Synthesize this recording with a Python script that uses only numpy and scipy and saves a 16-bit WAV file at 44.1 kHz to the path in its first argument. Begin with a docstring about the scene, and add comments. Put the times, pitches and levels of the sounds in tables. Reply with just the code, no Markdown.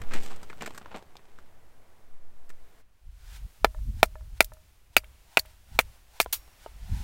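"""Outdoors in a light wind, someone rummages among dry twigs on a plastic sheet, heard from afar. Then the scene
cuts to close up: a wooden club drives a knife down a stick that stands on a block. Noise makes the wind, the
swishing sleeve and the whoosh of the club; random clicks make the twigs and snapping fibres; dying sines make the
knocks of the wood, the hopping block, the squeaking and ringing blade and the pieces of wood that drop."""
import sys
import numpy as np
from scipy import signal
from scipy.fft import rfft, irfft
from scipy.io import wavfile
from scipy.ndimage import uniform_filter1d

SR = 44100
rng = np.random.default_rng(int(sys.argv[2]) if len(sys.argv) > 2 else 0)


def dump(signal):
    """Clip the signal to [-1, 1] and save it as 16-bit WAV at the path in sys.argv[1]."""
    limited = np.clip(np.atleast_2d(signal).T, -1, 1)
    pcm = np.round(limited * 32767).astype(np.int16)
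    wavfile.write(sys.argv[1], SR, pcm)


N = 310155

# blows of the club: start [t/s], low, middle, bright and top wood [four columns, level/dB],
# crack before its trim [level/dB], main low mode [f/Hz], middle pitch [factor], main bright mode [f/Hz],
# ring length [factor], drop back on the block [level/dB against the knock]
BLOWS = [(3.6457, 0.5, -0.5, -7.5, -3, -18.5, 675, 0.876, 2280, 0.88, -20.5),
         (4.03, 5.5, 2, 2, 2, -7, 697, 0.904, 2349, 0.71, -21.5),
         (4.4058, -0.5, 1, 4, 3.5, -6.5, 649, 1, 2340, 0.74, -22),
         (4.9663, -3.5, 0, 5, -3, -7, 676, 0.99, 2560, 0.73, -17.5),
         (5.3718, -4, -1.5, 3.5, -2, -11.5, 738, 1, 2520, 0.71, -8.5),
         (5.7899, -5, -3, -0.5, -0.5, -11, 736.3, 0.9, 2330, 0.89, -10),
         (6.2014, -7.5, -6, -3, 0, -11.5, 736, 0.86, 2427, 0.74, -12.5)]


def gain_of(db):
    """Turns decibels into an amplitude factor."""
    return 10 ** (np.asarray(db) / 20)


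def evened(x):
    """Scales a sound to rms 1, so that a level in dB can be set afterwards."""
    return x / np.sqrt(np.mean(x ** 2) + 1e-20)


def peaked(x):
    """Scales a sound to peak 1."""
    return x / (abs(x).max() + 1e-20)


def read(points, hz):
    """Reads a spectrum table at the given frequencies, with straight lines over log frequency."""
    f, value = np.transpose(points)
    return np.interp(np.log(hz + 1), np.log(f + 1), value)


def follow(rows):
    """Gives the columns of a curve at every sample, and a gate that is 1 while the curve lasts."""
    s, *columns = np.transpose(rows)
    t = np.arange(N) / SR
    gate = uniform_filter1d(1. * (t > s[0]) * (t < s[-1]), size=300)
    return gate, *(np.interp(t, s, c) for c in columns)


def add(mix, s, sound):
    """Mixes a sound in, starting at s seconds."""
    part = mix[round(s * SR):][:len(sound)]
    part += sound[:len(part)]


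def colour(x, points):
    """Shapes the spectrum of x by a table and evens the result."""
    gain = gain_of(read(points, np.fft.rfftfreq(len(x), 1 / SR)))
    return evened(irfft(rfft(x) * gain, len(x)))


def band(x, lo_hz, hi_hz):
    """Keeps the sound between two frequencies, with gentle edges."""
    edges = np.clip([lo_hz, hi_hz], 1, SR / 2.1)
    return signal.sosfilt(signal.butter(2, edges, "bandpass", fs=SR, output="sos"), x)


def parted(x, hz):
    """Splits x into the parts under and over hz, which sum to x."""
    low = signal.sosfiltfilt(signal.butter(2, min(hz, SR / 2.1), fs=SR, output="sos"), x)
    return low, x - low


def ring(modes, pitch, seconds=.2, lasting=1):
    """Sums dying sines, the tones of a solid body after a sudden push."""
    hz, db, t60 = np.transpose(modes)[:, :, None]
    t = np.arange(round(seconds * SR)) / SR
    fade = gain_of(db - 60 * t / np.maximum(t60 * lasting, .001))
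    return (fade * np.sin(2 * np.pi * hz * pitch * t)).sum(0)


def crackle(count, per_s, spread_db):
    """Makes sparse clicks of random sign, many small and a few large, over a little noise."""
    chance, size, noise = rng.random(count), rng.exponential(1, count), rng.standard_normal(count)
    clicks = (chance < per_s / SR) * gain_of(spread_db * np.minimum(size, 4)) * np.sign(noise)
    return evened(clicks + 0.25 * noise)


def air():
    """Wind in the grass is a soft wash, with microphone hiss above it; both change colour from far to near."""
    # colour of the air from afar: [f/Hz], strength per Hz [level/dB]
    far_colour = [(59, -36), (100, 1.5), (129, -5), (448, -3.5), (642, -4), (827, -5.5), (2230, -17),
                  (2480, -20.5), (4580, -26), (15600, -30)]
    # colour of the air close up: [f/Hz], strength per Hz [level/dB]
    near_colour = [(59, -34.5), (100, -14.5), (387, -12.5), (478, -13), (793, -12.5), (863, -13),
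                   (1530, -14.5), (1660, -14.5), (2590, -13.5), (15600, -18)]
    # how loud the air is: time [t/s], wash [level/dB], hiss [level/dB]
    air_levels = [(0, -54.5, -62.5), (0.9, -62, -68.5), (1.15, -64.5, -70), (2.0, -65, -69.5),
                  (2.2, -66.5, -72.5), (2.65, -66.5, -68), (2.81, -65.5, -67), (2.83, -75.5, -80.5),
                  (3.1, -75, -74), (3.36, -67.5, -65), (3.89, -71, -63), (4.1, -70, -66),
                  (4.62, -71, -67.5), (4.8, -72, -70), (4.95, -73, -72), (5.07, -68, -66),
                  (5.62, -71.5, -68), (5.85, -65, -63.5), (6.08, -70, -67.5), (6.4, -65, -63),
                  (7.03, -66, -70)]
    near_from_s = 2.82  # the scene cuts from far to near
    _, wash_db, hiss_db = follow(air_levels)
    far_wash, far_hiss = parted(colour(rng.standard_normal(N), far_colour), 1830)
    near_wash, near_hiss = parted(colour(rng.standard_normal(N), near_colour), 2500)
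    is_far = np.arange(N) < near_from_s * SR
    wash = np.where(is_far, evened(far_wash), evened(near_wash))
    hiss = np.where(is_far, evened(far_hiss), evened(near_hiss))
    return gain_of(wash_db) * wash + gain_of(hiss_db) * hiss


def ground_shake():
    """Each blow shakes the ground under the microphone: a deep rumble that fades for half a second."""
    start_db, t60_s = -46.5, 0.99
    strength = np.zeros(N)
    for s, *_ in BLOWS:
        add(strength, s, gain_of(start_db - 60 * np.arange(SR // 2) / SR / t60_s))
    return strength * evened(band(band(rng.standard_normal(N), 28, 70), 16, 95))


def gusts():
    """Eddies push the microphone's diaphragm: a slow sway, a lumpy rumble and a flutter on its peaks."""
    # slow pressure sway: time [t/s], sway [level/dB]
    sway_levels = [(0.03, -13), (0.36, -27), (0.6, -41), (1.86, -46), (2.39, -37), (2.6, -38.5),
                   (2.97, -60), (7.03, -57.5)]
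    # wind on the microphone: time [t/s], rumble [level/dB], flutter against the rumble [level/dB]
    gust_levels = [(0.0, -23.5, -28), (0.07, -51, -19), (0.4, -64, -1.5), (1.5, -66, -12.5),
                   (2.75, -61.5, -14.5), (2.97, -69.5, -12), (3.07, -40.5, -47), (3.19, -47, -45),
                   (3.3, -42.5, -37.5), (3.46, -37, -22), (3.56, -70, -26), (3.63, -35.5, -15),
                   (3.75, -43.5, -26), (3.8, -30.5, -29), (3.9, -31, -12.5), (4.18, -44.5, -28),
                   (4.23, -35, -33.5), (4.45, -45.5, -19.5), (4.65, -61.5, -16.5), (5.65, -65, -10),
                   (5.75, -37, -17.5), (5.83, -45.5, -19), (5.95, -61, -17.5), (6.64, -57, -21.5),
                   (6.84, -36, -27.5), (6.93, -32, -5), (7.03, -43, -9.5)]
    upper_db, upper_share = 5.5, 0.55  # the upper rumble follows this share of the flutter's dB
    sway_db = uniform_filter1d(follow(sway_levels)[1], size=4000)
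    _, rumble_db, flutter_db = follow(gust_levels)
    a, b, c, d = rng.standard_normal((4, N))
    lumps = gain_of(2 * evened(band(d, 3.8, 24)))  # slow random swelling
    sway = evened(band(band(a, 2.2, 5), 1.3, 20))
    rumble = evened(band(band(b, 19, 63), 11, 73) * lumps)
    upper = evened(band(band(b, 55, 88), 45, 120) * lumps)
    flutter = evened(band(band(c, 87, 190), 60, 300) * lumps ** 2)
    wind = rumble + gain_of(upper_db + upper_share * flutter_db) * upper + gain_of(flutter_db) * flutter
    return gain_of(sway_db) * sway + gain_of(rumble_db) * wind


def twigs(x, treble_db, hz, tone_db):
    """Colours crackle as twigs on plastic: a woody body that favours one pitch, and a treble part."""
    # colour of twigs on plastic: [f/Hz], strength per Hz [level/dB]
    twig_colour = [(59, -38.5), (100, -13), (219, -3), (302, -11), (433, -5.5), (662, -15.5), (768, -12),
                   (1030, -16.5), (2270, -14), (6150, -13), (8110, -9.5), (10200, -23.5), (12900, -17),
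                   (16000, -30.5)]
    body, treble = parted(colour(x, twig_colour), 3180)
    body = evened(body) + gain_of(tone_db) * evened(band(body, hz / 1.32, hz * 1.66))
    return evened(body) + gain_of(treble_db) * evened(treble)


def rummage():
    """A hand stirs twigs and plastic: a bed of fine crackle under short, dying clumps of louder snaps."""
    # the bed: time [t/s], level before the trim [level/dB], treble against the body [level/dB]
    bed_levels = [(0.012, -41, -26), (0.085, -50, -14.5), (0.144, -26, -17.5), (0.19, -43.5, -9),
                  (0.26, -36.5, -5.5), (0.34, -44.5, -18.5), (0.48, -57, -9), (0.58, -55, -8),
                  (0.63, -37.5, -19), (0.72, -53.5, -7.5), (0.78, -53, -4.5), (0.89, -54.5, -36),
                  (0.964, -39.5, -10.5), (1.014, -60.5, -13), (1.5, -60, -15)]
    # the clumps: start [t/s], level before the trim [level/dB], treble against the body [level/dB],
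    # time to fade by 60 dB [t/s], favoured pitch [f/Hz]
    clumps = [(0.017, -27.5, -9, 0.02, 1390), (0.109, -29.5, -27.5, 0.095, 1470),
              (0.136, -21.5, -9.5, 0.04, 1510), (0.16, -36, -29, 0.16, 2200), (0.234, -49, 4, 0.13, 714),
              (0.308, -36.5, -12.5, 0.161, 920), (0.36, -52.5, 7.5, 0.033, 603),
              (0.43, -35.5, -7.5, 0.049, 960), (0.499, -33, -20, 0.0696, 1400),
              (0.53, -32.5, -38.5, 0.024, 953), (0.588, -41, -25.5, 0.019, 727),
              (0.609, -31.5, -16.5, 0.084, 1870), (0.621, -23, -9.5, 0.028, 790),
              (0.631, -27, -20.5, 0.02, 1120), (0.66, -29, -6, 0.06, 1480), (0.676, -23.5, -21, 0.024, 593),
              (0.706, -31.5, -19, 0.031, 760), (0.746, -42, -7.5, 0.13, 1280),
              (0.777, -30, -6, 0.034, 1060), (0.813, -39.5, -32, 0.054, 906),
              (0.859, -29.5, -42.5, 0.017, 824), (0.88, -44.5, -32, 0.054, 974),
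              (0.914, -35, -36, 0.1, 840), (0.944, -29, -43, 0.15, 730), (1.025, -37, -15, 0.0236, 587),
              (1.155, -34.5, -26.5, 0.015, 720), (1.168, -43.5, -5, 0.0293, 4200),
              (1.192, -43.5, -28, 0.026, 1350), (1.386, -41, -17.5, 0.0435, 1035),
              (2.493, -51, 1.5, 0.05, 2030), (2.501, -40.5, -7, 0.036, 1440)]
    bed_trim_db, clump_trim_db = -7.5, -6
    clump_rise_s = 0.000281
    gate, bed_db, bed_treble_db = follow(bed_levels)
    bed = twigs(crackle(N, per_s=1600, spread_db=6), bed_treble_db, 970, tone_db=-27.0)
    out = gate * gain_of(bed_db + bed_trim_db) * bed
    t = np.arange(4096) / SR
    for s, db, treble_db, t60, hz in clumps:
        clump = twigs(crackle(4096, per_s=1500, spread_db=3), treble_db, hz, tone_db=0.5)
        fade = gain_of(db + clump_trim_db - 60 * t / max(t60, .004))
        add(out, s, fade * np.minimum(t / clump_rise_s, 1) * clump)
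    return out


def sleeve():
    """Cloth slides on cloth and air whooshes round the club; both swell with the speed of the arm."""
    # moves of arm and club: fastest moment [t/s], build-up [t/s], dying away [t/s],
    # sleeve before its tilt [level/dB], whoosh [level/dB]
    moves = [(3.365, 0.26, 0.06, -52, -87.5), (4.005, 0.1, .03, -56.5, -64), (4.38, .06, .02, -58.5, -72.5),
             (4.939, 0.031, 0.038, -61.5, -72), (5.341, 0.137, 0.12, -60, -60.5),
             (5.5, 0.12, .15, -62.5, -70), (5.761, 0.14, 0.039, -56.5, -62), (5.95, .15, 0.067, -65, -75),
             (6.17, 0.12, 0.12, -57, -62.5), (6.64, 0.13, 0.13, -59, -67.5),
             (6.97, 0.33, 0.99, -51.5, -58.5)]
    # colour of the cloth: [f/Hz], strength per Hz [level/dB]
    cloth_colour = [(240, -42.5), (400, -17.5), (958, -2.5), (1120, -10), (1490, 0.5), (1610, -2.5),
                    (4240, -6.5), (15600, -15.5)]
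    swell_db, tilt_db = 23, 1  # swell over the build-up; treble raised and the rest lowered by the tilt
    top_hz, wobble_hz = 880, 160  # whoosh pitch at full speed; how fast it wobbles at most
    climb = 0.31  # share of the top pitch climbed during the build-up
    low, high = parted(colour(rng.standard_normal(N), cloth_colour), 2800)
    cloth = low / gain_of(tilt_db) + high * gain_of(tilt_db)
    a, b = rng.standard_normal((2, N))
    # a slow random wobble, carried up to the whoosh pitch, is a narrow band of noise
    wobble = parted(a, wobble_hz)[0] + 1j * parted(b, wobble_hz)[0]
    wobble = wobble / np.std(wobble.real)
    out = np.zeros(N)
    t = np.arange(N) / SR
    for s, rise_s, fall_s, sleeve_db, whoosh_db in moves:
        before = (s - t) / max(rise_s, .01)
        after = (t - s) / max(fall_s, .01)
        swell = gain_of(-swell_db * np.minimum(np.maximum(before, after), 5))
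        hz = top_hz * (1 - climb * np.clip(before, 0, 2))
        whoosh = (wobble * np.exp(2j * np.pi * np.cumsum(hz) / SR)).real
        out += swell * (gain_of(sleeve_db) * cloth + gain_of(whoosh_db) * whoosh)
    return out


def drops():
    """Pieces of wood drop on soft ground, one just before the last tear: short rings without bass or high treble."""
    # drops: start [t/s], peak [level/dB], pitch [factor], ring length [factor]
    drop_times = [(6.261, -25, 1.07, 0.55), (6.479, -50.5, 1.2, 0.84), (6.662, -29, 0.966, 0.944)]
    # a piece of wood before those factors: [f/Hz], strength [level/dB], time to fade by 60 dB [t/s]
    piece_modes = [(459, -3.5, 0.066), (670, 16.5, 0.0128), (933, -1.5, 0.0716), (1300, -3.5, 0.039),
                   (2970, -4, 0.015)]
    out = np.zeros(N)
    for s, db, pitch, lasting in drop_times:
        wood = ring(piece_modes, pitch, lasting=lasting)
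        add(out, s, gain_of(db) * peaked(band(wood, 410, 4650)))
    return out


def hops():
    """The block rocks at a blow, hops, lands and bounces once; each contact rings its wood."""
    # hops: take-off [t/s], take-off peak [level/dB], flight [t/s], landing peak [level/dB]
    hop_times = [(3.667, -41, .08, -38), (4.054, -41, .1015, -35), (4.427, -41, .093, -38),
                 (4.99, -44, .047, -45), (5.395, -40, .057, -45)]
    # block before the filters: [f/Hz], strength [level/dB], time to fade by 60 dB [t/s]
    block_modes = [(626, -9, .17), (950, 0, .012), (1300, -1, .01), (1740, -13, .05), (2400, -12, .005)]
    contact_s = .00045  # the block lands softly on turf, which rounds off the push
    bounce_share, bounce_db = .53, -12  # flight and level of the bounce against the first hop
    push = np.hanning(round(contact_s * SR))
    landing = peaked(band(np.convolve(ring(block_modes, 1, seconds=.3), push), 520, 6000))
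    out = np.zeros(N)
    for s, off_db, flight_s, db in hop_times:
        add(out, s, gain_of(off_db) * landing)
        add(out, s + flight_s, gain_of(db) * landing)
        add(out, s + flight_s * (1 + bounce_share), gain_of(db + bounce_db) * landing)
    return out


def squeaks():
    """The pinched blade squeaks: each squeak is one short dying sine."""
    # squeaks: start [t/s], strength [level/dB], pitch before the factor below [f/Hz],
    # time to fade by 60 dB [t/s]
    squeak_times = [(4.9734, -21.5, 4866, 0.026), (4.9818, -25, 4750, 0.02), (5.3896, -32, 4480, 0.0137),
                    (5.3951, -15.5, 4460, 0.016), (6.215, -38, 6700, 0.02), (6.2214, -34, 4700, 0.019)]
    out = np.zeros(N)
    for s, db, hz, t60 in squeak_times:
        add(out, s, ring([(hz, db, t60)], pitch=0.9905))
    return out


def burst(db, t60, low_db):
    """Breaking fibres crack sharply: dense clicks that die quickly over a fainter tail."""
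    trim_db = -7.5
    t = np.arange(4096) / SR
    clicks = crackle(4096, per_s=13000, spread_db=5.0)
    treble = evened(band(clicks, 4000, 17000))
    lower = evened(band(clicks, 1700, 3100))
    fade = gain_of(-60 * t / max(t60, .003)) + gain_of(-14.5 - 60 * t / .06)
    return gain_of(db + trim_db) * fade * (treble + gain_of(low_db) * lower)


def snaps():
    """Fibres snap along the blade, each with a crack of its own."""
    # snaps: start [t/s], treble before the trim [level/dB], lower part against the treble [level/dB]
    snap_times = [(3.6674, -48, 4.5), (4.057, -32, -19), (4.426, -29.5, -21), (4.445, -21, -28.5),
                  (4.5363, -39, -32), (4.9677, -10.5, 3.5), (4.974, -17, -1.5), (4.9818, -23, -13.5),
                  (5.043, -48, 9.5), (5.3905, -22, -11), (5.395, -15.5, -10.5), (5.456, -47, 6.5),
                  (5.46, -45, 5.5), (5.7943, -15.5, 1.5), (5.804, -24.5, 4), (5.807, -25, -8),
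                  (5.81, -23, -5), (6.2066, -20.5, 1.5), (6.209, -17, -19.5), (6.2135, -8, -16),
                  (6.219, -24, -7.5), (6.2282, -26, -2), (6.2446, -36, -5)]
    out = np.zeros(N)
    for s, db, low_db in snap_times:
        add(out, s, burst(db, t60=0.011, low_db=low_db))
    return out


def split():
    """The last fibres tear in a dense crackle, which leaves the blade ringing."""
    # colour of the tear: [f/Hz], strength per Hz [level/dB]
    tear_colour = [(180, -51), (300, -27.5), (1270, -10), (1740, -17), (2480, -8.5), (4610, -7),
                   (5460, -8.5), (10500, -7.5), (14400, -2), (16500, -5.5)]
    # ringing blade: [f/Hz], strength [level/dB], time to fade by 60 dB [t/s]
    blade_modes = [(5561, -60, .75), (6901, -63, .4), (11700, -63, .35), (12640, -58, .3),
                   (12812, -58, .45), (13070, -66, .4)]
    start_s, rise_s, hold_s = 6.326, 0.00196, 0.0042  # the hold counts from the start
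    level_db, fall_db_per_s = -19.5, 650
    t = np.arange(N) / SR - start_s
    fade = gain_of(level_db - fall_db_per_s * np.clip(t - hold_s, 0, .5))
    fibres = crackle(N, per_s=12000, spread_db=1.5)
    out = np.clip(t / rise_s, 0, 1) * fade * colour(fibres, tear_colour)
    add(out, start_s, ring(blade_modes, 1, seconds=0.6))
    return out


def blow(low_db, middle_db, bright_db, top_db, crack_db, deep_hz, middle_pitch, bright_hz, lasting, rebound_db):
    """A short push rings the wood, twice more as the parts chatter; ground and legs scatter it into a tail."""
    # club, stick and block as four groups of modes, low to high, before the factors of the blow:
    # [f/Hz], strength within the group [level/dB], time to fade by 60 dB [t/s]
    wood_modes = [
        [(223.53, -15.5, 0.026), (475.7, -13, 0.049), (671.4, 1, 0.017), (833, 2, 0.014), (969.2, -8, 0.024)],
        [(1242, -2, 0.014), (1397, 5.5, 0.015), (1520, -9.5, 0.031), (1995, 1, 0.023)],
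        [(2180, -12, 0.045), (2404.6, 5, 0.015), (2592, -6, 0.024)],
        [(3120, -1.5, 0.014), (3460, 1, .014), (4137, -1, 0.016), (4884, -5.5, 0.018), (5490, -8, 0.013)],
    ]
    table_deep_hz, table_bright_hz = 680, 2400  # main modes of the first and third group
    retouch_s, retouch_db = 0.0013058, -12  # the blade chatters in the cut
    rebound_s = .0075  # the stick drops back on the block
    pitches = deep_hz / table_deep_hz, middle_pitch, bright_hz / table_bright_hz, 1
    levels = low_db, middle_db, bright_db, top_db
    low, middle, bright, top = (gain_of(db) * peaked(ring(modes, pitch, lasting=lasting))
                                for db, modes, pitch in zip(levels, wood_modes, pitches))
    rise = 1 - np.exp(-np.arange(len(low)) / SR / 0.00019)  # the force builds while the wood dents
    knock = rise * (low + middle + bright + top)
    out = knock.copy()
    add(out, retouch_s, gain_of(retouch_db) * knock)
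    add(out, rebound_s, gain_of(rebound_db) * rise * (low + middle))
    t = np.arange(2048) / SR
    scatter = rng.standard_normal(2048) * gain_of(-60 * t / 0.037) * (t > .002)
    tail = signal.oaconvolve(knock, scatter / np.linalg.norm(scatter))[:len(out)]
    add(out, 0, gain_of(-14.5) * tail)
    out = band(band(out, 200, 20000), 200, 20000)  # the knock keeps nothing below about 200 Hz
    add(out, 0, burst(crack_db, t60=.016, low_db=-12.5))
    return out


def blows():
    """The club strikes the knife again and again, each time with its own pitch and strength."""
    out = np.zeros(N)
    for s, *how in BLOWS:
        add(out, s, blow(*how))
    return out


def scene():
    """Adds all sources at one microphone."""
    background = air() + gusts() + ground_shake() + rummage() + sleeve()
    stick_and_block = drops() + hops() + squeaks() + snaps() + split()
    mix = background + stick_and_block + blows()
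    return mix[None]


def record(dry):
    """The hardest blows overload the input, which clips them; then a filter takes off the highest treble."""
    edge_hz = 16000
    clipped = np.clip(dry, -.97, .97)
    low_pass = signal.firwin(255, edge_hz, window=("kaiser", 9), fs=SR)
    return signal.oaconvolve(clipped, low_pass[None], "same")


dry = scene()
out = record(dry)
dump(out)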